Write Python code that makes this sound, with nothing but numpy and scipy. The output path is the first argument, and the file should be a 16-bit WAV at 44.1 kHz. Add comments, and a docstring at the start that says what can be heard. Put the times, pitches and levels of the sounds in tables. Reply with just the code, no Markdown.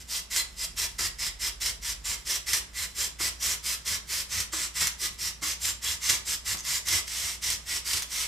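"""A thin knife saws back and forth through a foam sheet on a basement workbench: a dry rasp of tearing cells,
made of random clicks and noise, filtered and shaped by the blade's speed.
Snaps, chatter, squeaks and hollow knocks are short filtered noise bursts; each shove booms in the bench.
A motor hums faintly as a sine while a second low sine climbs and fades; filtered noise is the still air.
The room answers with early echoes and a decaying noise tail."""
import sys
import numpy as np
from scipy import signal
from scipy.fft import rfft, irfft, next_fast_len
from scipy.io import wavfile
from scipy.ndimage import uniform_filter1d, map_coordinates

SR = 44100
rng = np.random.default_rng(int(sys.argv[2]) if len(sys.argv) > 2 else 0)


def digitize_waveform(pressure):
    """Quantize a signal to 16-bit integers and store it at the path in sys.argv[1].

    Rows of a 2-D input are taken as channels; values are limited to [-1, 1].
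    """
    field = np.atleast_2d(pressure).T
    bounded = np.clip(field, -1, 1)
    quanta = np.round(bounded * 32767).astype(np.int16)
    wavfile.write(sys.argv[1], SR, quanta)


N = 365085

# saw strokes: (start [s], length [s], rise [s], relative rasp level [dB], relative shove on the bench [dB])
SAW_STROKES = [(0, 0.0321, 0.003, -46, -59.5), (0.063, 0.1628, 0.0826, -31.5, -69),
               (0.292, 0.1529, 0.0419, -31, -58), (0.544, 0.1344, 0.107, -30, -64.5),
               (0.752, 0.1334, 0.0421, -29.5, -51), (0.979, 0.1183, 0.0146, -29, -49),
               (1.175, 0.1364, 0.0375, -31, -54), (1.382, 0.137, 0.0505, -30.5, -60),
               (1.595, 0.1347, 0.0304, -30.0, -50), (1.805, 0.1469, 0.0676, -31.0, -56),
               (2.035, 0.143, 0.0298, -31, -51), (2.239, 0.1638, 0.0597, -29.5, -67),
               (2.454, 0.1684, 0.0296, -30.5, -49), (2.718, 0.163, 0.0963, -31, -53),
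               (2.932, 0.1646, 0.0775, -29.5, -53.5), (3.181, 0.1322, 0.0319, -29.0, -50),
               (3.387, 0.1894, 0.053, -29.0, -51), (3.616, 0.159, 0.0643, -30, -61),
               (3.84, 0.1555, 0.04, -30, -47.5), (4.058, 0.1957, 0.077, -31.0, -57.5),
               (4.278, 0.182, 0.0652, -30.5, -45.5), (4.513, 0.1875, 0.0254, -31.5, -57),
               (4.729, 0.188, 0.0547, -30.5, -49), (4.967, 0.1346, 0.0755, -30, -59.5),
               (5.166, 0.1652, 0.0653, -32, -56), (5.405, 0.1544, 0.039, -30.5, -53),
               (5.584, 0.1558, 0.0714, -30.0, -49.5), (5.806, 0.1655, 0.0519, -30, -49.5),
               (5.991, 0.2131, 0.068, -29.5, -48), (6.238, 0.1402, 0.0607, -29, -59),
               (6.439, 0.1292, 0.047, -29, -49), (6.614, 0.2025, 0.0996, -28.5, -54.5),
               (6.842, 0.1876, 0.0514, -28, -43), (7.029, 0.3698, 0.1405, -33, -52.5),
               (7.405, 0.1776, 0.0363, -30.5, -49.5), (7.641, 0.178, 0.075, -31.5, -55),
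               (7.831, 0.2025, 0.0586, -30.0, -50), (8.064, 0.2325, 0.1183, -30.5, -58.5)]


def amp(db):
    """Decibels to gain."""
    return 10 ** (np.asarray(db) / 20)


def unit(x):
    """Scaled to rms 1."""
    return x / np.sqrt(np.mean(x ** 2) + 1e-20)


def along(points, hz):
    """(Hz, value) points joined on a log axis."""
    f, v = np.transpose(points)
    return np.interp(np.log(hz + 1), np.log(f + 1), v)


def bell(hz, centre_hz, width_hz):
    """A resonance's outline, 1 at its centre."""
    return 1 / (1 + (2 * (hz - centre_hz) / width_hz) ** 2)


def wobble(knots_per_s, size):
    """A smooth random curve through normal knots."""
    knots = rng.standard_normal(int(size * knots_per_s / SR) + 4)
    return map_coordinates(knots, [np.arange(size) * knots_per_s / SR])


def coloured(x, gain_db):
    """x through the causal minimum-phase filter whose gain is gain_db(Hz)."""
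    size = x.shape[-1]
    m = 2 * next_fast_len(size // 2 + 2048)
    cepstrum = irfft(np.log(amp(gain_db(np.fft.rfftfreq(m, 1 / SR)))))
    # folding the cepstrum onto positive time gives minimum phase
    cepstrum[1:m // 2] *= 2
    cepstrum[m // 2 + 1:] = 0
    response = np.exp(rfft(cepstrum))
    return irfft(rfft(x, m) * response, m)[..., :size]


def add(track, start_s, sound):
    """Mixes a sound into a track from start_s."""
    part = track[max(round(start_s * SR), 0):][:len(sound)]
    part += sound[:len(part)]


def foam_db(hz):
    """The sheet's colour; its resonances shift a little each time, as the hand and the cut move."""
    # tearing foam: (frequency [Hz], relative level [dB])
    tearing_colour = [(100, -26), (250, -22), (400, -17.5), (550, -19.5), (800, -18), (950, -9), (1500, -8),
                      (2500, -3.5), (4300, -1), (5500, 0), (8000, -0.5), (9500, -3), (11000, -7.5),
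                      (13500, -6), (15500, -18.5)]
    # resonances of sheet and blade: (centre [Hz], width [Hz], mean lift [dB])
    resonances = [(367, 38, 5.5), (660.6, 33.4, 7), (961, 39, 1), (1100.6, 26, 2), (1237, 20.3, 3.5),
                  (1710, 82, 4.5), (1968, 186.6, 7), (2107.3, 160, 5.5), (3410, 117, 0.5), (4953, 139, 3.5),
                  (5291, 260, 6), (5926, 193, 4.5), (7540, 387, 4)]
    lift_spread_db, relative_shift = 1.98, 0.0178
    colour_db = along(tearing_colour, hz)
    for centre_hz, width_hz, mean_lift_db in resonances:
        shift, lift = rng.standard_normal(2)
        shape = bell(hz, centre_hz * (1 + relative_shift * shift), width_hz)
        colour_db = colour_db + (mean_lift_db + lift_spread_db * lift) * shape
    return colour_db


def tearing(size, cells_per_s, rub, clump_db, beads_per_s):
    """Cell walls burst as tiny clicks over the smooth rub of the blade's flank; the level clumps bead by bead."""
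    bursts = (rng.random(size) < cells_per_s / SR) * rng.choice([-1., 1.], size)
    clumps = amp(clump_db * wobble(beads_per_s, size))
    return (unit(bursts) + rub * rng.standard_normal(size)) * clumps


def speed(length_s, rise_s, slowing_share=0.333):
    """The blade's relative speed through one stroke: it bites, runs and slows to the turn."""
    t = np.arange(int(length_s * SR)) / SR
    bite = np.sin(np.pi / 2 * np.clip(t / rise_s, 0, 1)) ** 2
    slowing = np.sin(np.pi / 2 * np.clip((1 - t / length_s) / slowing_share, 0, 1)) ** 2
    return bite * slowing


def pressure(rise_s=0.0106, fade_s=0.0402):
    """Gain of the rasp: it surges as the blade jams and tears through, then eases as the foam gives way."""
    # jams: (time [s], surge before the rise and fade [dB])
    jams = [(0.356, 6), (1.652, 1.5), (2.53, 4), (4.802, 8.5), (5.643, 3), (6.087, 10), (6.92, 4)]
    t = np.arange(N) / SR
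    surge_db = np.zeros(N)
    for jam_s, db in jams:
        rise = np.clip((t - jam_s) / rise_s, 0, 1)
        surge_db += db * rise * np.exp(-((t - jam_s) / fade_s) ** 2)
    return amp(surge_db)


def sawing(scrape_db=4.0, angle_db=0.7566):
    """Each stroke tears cells as loudly as the blade is fast; the harder it shoves, the fuller the rasp."""
    average_shove_db, flex_per_shove = -52, 0.088  # a pushed sheet flexes: dB of low rasp per dB of shove
    mean_scrape_hz, scrape_spread = 6063, 0.213  # spread in natural-log pitch
    out = np.zeros(N)
    for start_s, length_s, rise_s, db, shove_db in SAW_STROKES:
        motion = speed(length_s, rise_s)
        size = len(motion)
        travel = np.linspace(0, 1, size)
        # the blade's angle and depth change the colour from stroke to stroke
        body, sheet, fizz = angle_db * rng.standard_normal(3)
        flex = flex_per_shove * (shove_db - average_shove_db)
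        angle = [(600, body + 0.52), (1000, sheet + flex), (2200, sheet + flex),
                 (3000, 0.0017), (8500, 0.0045), (11500, fizz - .8)]
        scrape_hz = mean_scrape_hz * np.exp(scrape_spread * rng.standard_normal())

        def colour_db(hz):
            return foam_db(hz) + along(angle, hz) + scrape_db * bell(hz, scrape_hz, width_hz=464)

        cells = tearing(size, cells_per_s=6000, rub=0.518, clump_db=0.4657, beads_per_s=450)
        # the resonances drift as the contact travels along the blade: a crossfade of two colours
        early = coloured(cells, colour_db)
        late = coloured(cells, colour_db)
        rasp = unit((1 - travel) * early + travel * late)
        judder = amp(0.696 * wobble(62.34, size))  # the foam resists unevenly
        add(out, start_s, amp(db) * rasp * motion * judder)
    return amp(0.5971) * out * pressure()


def flank(rub_db=-60, uneven_db=4.0):
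    """Even at the turns the pinched blade shifts a little and crackles faintly."""
    cells = tearing(N, cells_per_s=900, rub=0.32, clump_db=1.0, beads_per_s=150)
    level = amp(rub_db + uneven_db * wobble(14, N))
    return level * unit(coloured(cells, foam_db))


def bench(swell_s=0.033, peak_share=0.575):
    """Just past mid-stroke the sheet's foot shoves the bench top, which answers with a dull boom."""
    # bench top: (frequency [Hz], relative level [dB])
    bench_colour = [(30, -28.5), (60, -7.5), (80, 8), (93, 2), (112, -13.5), (135, -11.5), (220, -17),
                    (400, -36.5), (900, -69.5)]
    t = np.arange(N) / SR
    shove = np.zeros(N)
    for start_s, length_s, _, _, shove_db in SAW_STROKES:
        peak_s = start_s + peak_share * length_s
        shove += amp(shove_db) * np.exp(-((t - peak_s) / swell_s) ** 2 / 2)
    boom = coloured(rng.standard_normal(N), lambda hz: along(bench_colour, hz))
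    # dividing by the local rms lets the shove alone set how loud each boom is
    local_rms = np.sqrt(np.abs(uniform_filter1d(boom ** 2, size=SR // 16)) + 1e-20)
    return amp(3.5) * shove * boom / local_rms


def background(hum_db=-49.0, air_db=-55, apart=0.65):
    """A steady-pitched motor hum and a climbing tone, both sines, over the faint noise of still air."""
    # climbing tone: (time [s], relative level [dB])
    climb_levels = [(0, -69), (.6, -50.5), (2.05, -45), (2.35, -54.5), (2.8, -52), (3.6, -83)]
    # still air of the basement: (frequency [Hz], relative level [dB])
    air_colour = [(15, -17), (35, 0.5), (48, -7.5), (70, -4), (110, -5), (160, -5.5), (280, -15.5),
                  (600, -20.5), (1500, -19.5), (4000, -23), (10000, -37), (15000, -56)]
    hum_hz, climb_start_hz, climb_hz_per_s = 58.6, 38.7, 4.4
    t = np.arange(N) / SR
    hum = amp(hum_db + 1.15 * wobble(2.677, N)) * np.sin(2 * np.pi * hum_hz * t)
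    climb_hz = climb_start_hz + climb_hz_per_s * t
    climb_gain = amp(np.interp(t, *np.transpose(climb_levels)))
    climb = climb_gain * np.sin(2 * np.pi * np.cumsum(climb_hz) / SR)
    mid, side = coloured(rng.standard_normal((2, N)), lambda hz: along(air_colour, hz))
    # long waves reach both sides more alike
    side = apart * coloured(side, lambda hz: along([(60, -7.5), (300, -1)], hz))
    air = amp(air_db) * unit(np.array([mid + side, mid - side]))
    return (hum + climb + air) * amp([[-1], [1]])  # left, right dB


def echoes(wall_db=-9, count=10):
    """Bench and near walls echo within milliseconds; then the room dies away, differently on each side."""
    # room decay: (frequency [Hz], t60 [s])
    room_decay = [(100, 0.362), (500, 0.418), (2000, 0.312), (6000, 0.285), (10000, 0.2675),
                  (15000, 0.0954)]
    hz, t, z = signal.stft(rng.standard_normal((2, SR // 2)), SR, nperseg=256)
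    decay = amp(-60 * t / along(room_decay, hz)[:, None])
    tail = signal.istft(z * decay, SR, nperseg=256)[1]
    delay = int(.004 * SR)
    tail = np.pad(tail / np.linalg.norm(tail[0]), ((0, 0), (delay, 0)))
    for side in tail:
        places = (rng.uniform(.001, .009, count) * SR).astype(int)
        np.add.at(side, places, amp(wall_db) * rng.choice([-1, 1], count) / np.sqrt(count))
    return tail


def basement(x, count=5):
    """The echoes change slowly as the cut and the arms move: a crossfade through several responses."""
    # reverberation: (frequency [Hz], relative level [dB])
    wet_colour = [(70, -19.5), (150, -6), (450, 1), (900, 0), (2000, -6), (3000, -1.5), (5500, -6.5),
                  (9000, -6), (14000, -0.5)]
    place = np.linspace(0, count - 1, N)
    wet = np.zeros((2, N))
    for k in range(count):
        share = np.cos(np.pi / 2 * np.clip(place - k, -1, 1))
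        wet += signal.oaconvolve((x * share)[None], echoes(), axes=1)[:, :N]
    return coloured(wet, lambda hz: along(wet_colour, hz))


def crack(t60, ring_hz, width_hz, ring_db):
    """A short burst in the foam that rings the blade; rms about 1 at its start, t60 in s."""
    t = np.arange(SR // 20) / SR
    noise = rng.standard_normal(len(t))
    burst = coloured(noise, lambda hz: foam_db(hz) + ring_db * bell(hz, ring_hz, width_hz))
    return unit(burst) * amp(-60 * t / t60)


def catches(count=4):
    """Hard beads snap with a sharp tick and crumble on; a sticking, slipping blade chatters at its own pitch."""
    # beads that catch on the blade: (time [s], relative level [dB])
    snaps = [(.362, -22.5), (1.66, -24), (2.5326, -15.5), (4.403, -23), (4.871, -18.5), (5.6513, -22.5),
             (6.094, -24), (6.5714, -32), (6.65, -31), (6.885, -21), (6.927, -24), (7.078, -30),
             (7.5019, -20), (7.933, -21), (8.0217, -25.5), (8.0287, -29)]
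    chatter_s, chatter_gap_s, chatter_db = 6.5815, 0.0081, -31  # just after one stroke; relative dB
    out = np.zeros(N)
    for snap_s, db in snaps:
        tick = crack(t60=0.0084, ring_hz=11000, width_hz=6500, ring_db=10)
        crumble = crack(t60=0.0486, ring_hz=6020, width_hz=1200, ring_db=3.5)
        add(out, snap_s, amp(db) * (tick + amp(-2) * crumble))
    for k in range(count):
        slip = crack(t60=0.0288, ring_hz=6320, width_hz=1070, ring_db=16.5)
        add(out, chatter_s + k * chatter_gap_s, amp(chatter_db) * slip)
    return out


def squeaks(swell_s=0.0178, width_hz=330):
    """Smooth steel drags over the beads in the slit; its slips briefly fall into a rough pitch."""
    # squeaks: (centre time [s], pitch [Hz], relative level [dB])
    squeak_events = [(.39, 4160, -34), (3.251, 4770, -38), (3.431, 5810, -37), (5.875, 3290, -36.5),
                     (7.73, 2092, -41)]
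    out = np.zeros(N)
    t = np.arange(SR // 8) / SR
    swell = np.exp(-((t - t.mean()) / swell_s) ** 2 / 2)
    for centre_s, pitch_hz, db in squeak_events:
        noise = rng.standard_normal(len(t))
        slips = coloured(noise, lambda hz: 20 * np.log10(bell(hz, pitch_hz, width_hz) + 1e-6))
        add(out, centre_s - t.mean(), amp(db) * swell * unit(slips))
    return out


def knocks(t60=0.0875, attack_s=0.00505, hollow_db=12):
    """The blade bites hard and the whole sheet flexes: a soft, hollow noise burst, resonant at one pitch."""
    # knocks: (time [s], relative level [dB], pitch [Hz])
    knock_events = [(0.991, -46.5, 346), (3.2, -45.5, 340), (4.53, -44.5, 335), (4.812, -44, 141),
                    (5.42, -47.5, 300), (6.095, -48, 214.5), (6.54, -48.5, 217), (7.94, -50, 141)]
    # flexing sheet: (frequency [Hz], relative level [dB])
    flex_colour = [(80, -7), (170, -4), (350, -7.5), (480, -9.5), (680, -10.5), (1050, -2.5), (1380, 3),
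                   (1700, -7.5), (3000, -39.5)]
    out = np.zeros(N)
    t = np.arange(SR // 5) / SR
    envelope = amp(-60 * t / t60) * (1 - np.exp(-t / attack_s))
    for knock_s, db, pitch_hz in knock_events:
        noise = rng.standard_normal(len(t))
        flex = coloured(noise, lambda hz: along(flex_colour, hz) + hollow_db * bell(hz, pitch_hz, width_hz=59))
        add(out, knock_s, amp(db - 5.0) * unit(flex * envelope))
    return out


def scene():
    """The work is a little to the right; the sheet's face throws its low notes to the left."""
    # stereo lean: (frequency [Hz], left minus right [dB])
    lean = [(130, -2), (260, 1.5), (600, 6), (1000, 1), (2500, -3), (4000, -1.17), (9000, -1.11),
            (14000, 1)]
    work = sawing() + flank() + bench() + catches() + squeaks() + knocks()
    left, right = work + amp(-.5) * basement(work)
    left = coloured(left, lambda hz: along(lean, hz) / 2)
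    right = coloured(right, lambda hz: -along(lean, hz) / 2)
    return amp(-0.4481) * np.array([left, right]) + background()


def record(dry, top_hz=15100):
    """Nothing passes from the band limit up."""
    m = next_fast_len(N + SR // 2)
    passed = np.fft.rfftfreq(m, 1 / SR) < top_hz
    return irfft(rfft(dry, m) * passed, m)[:, :N]


dry = scene()
out = record(dry)
digitize_waveform(out)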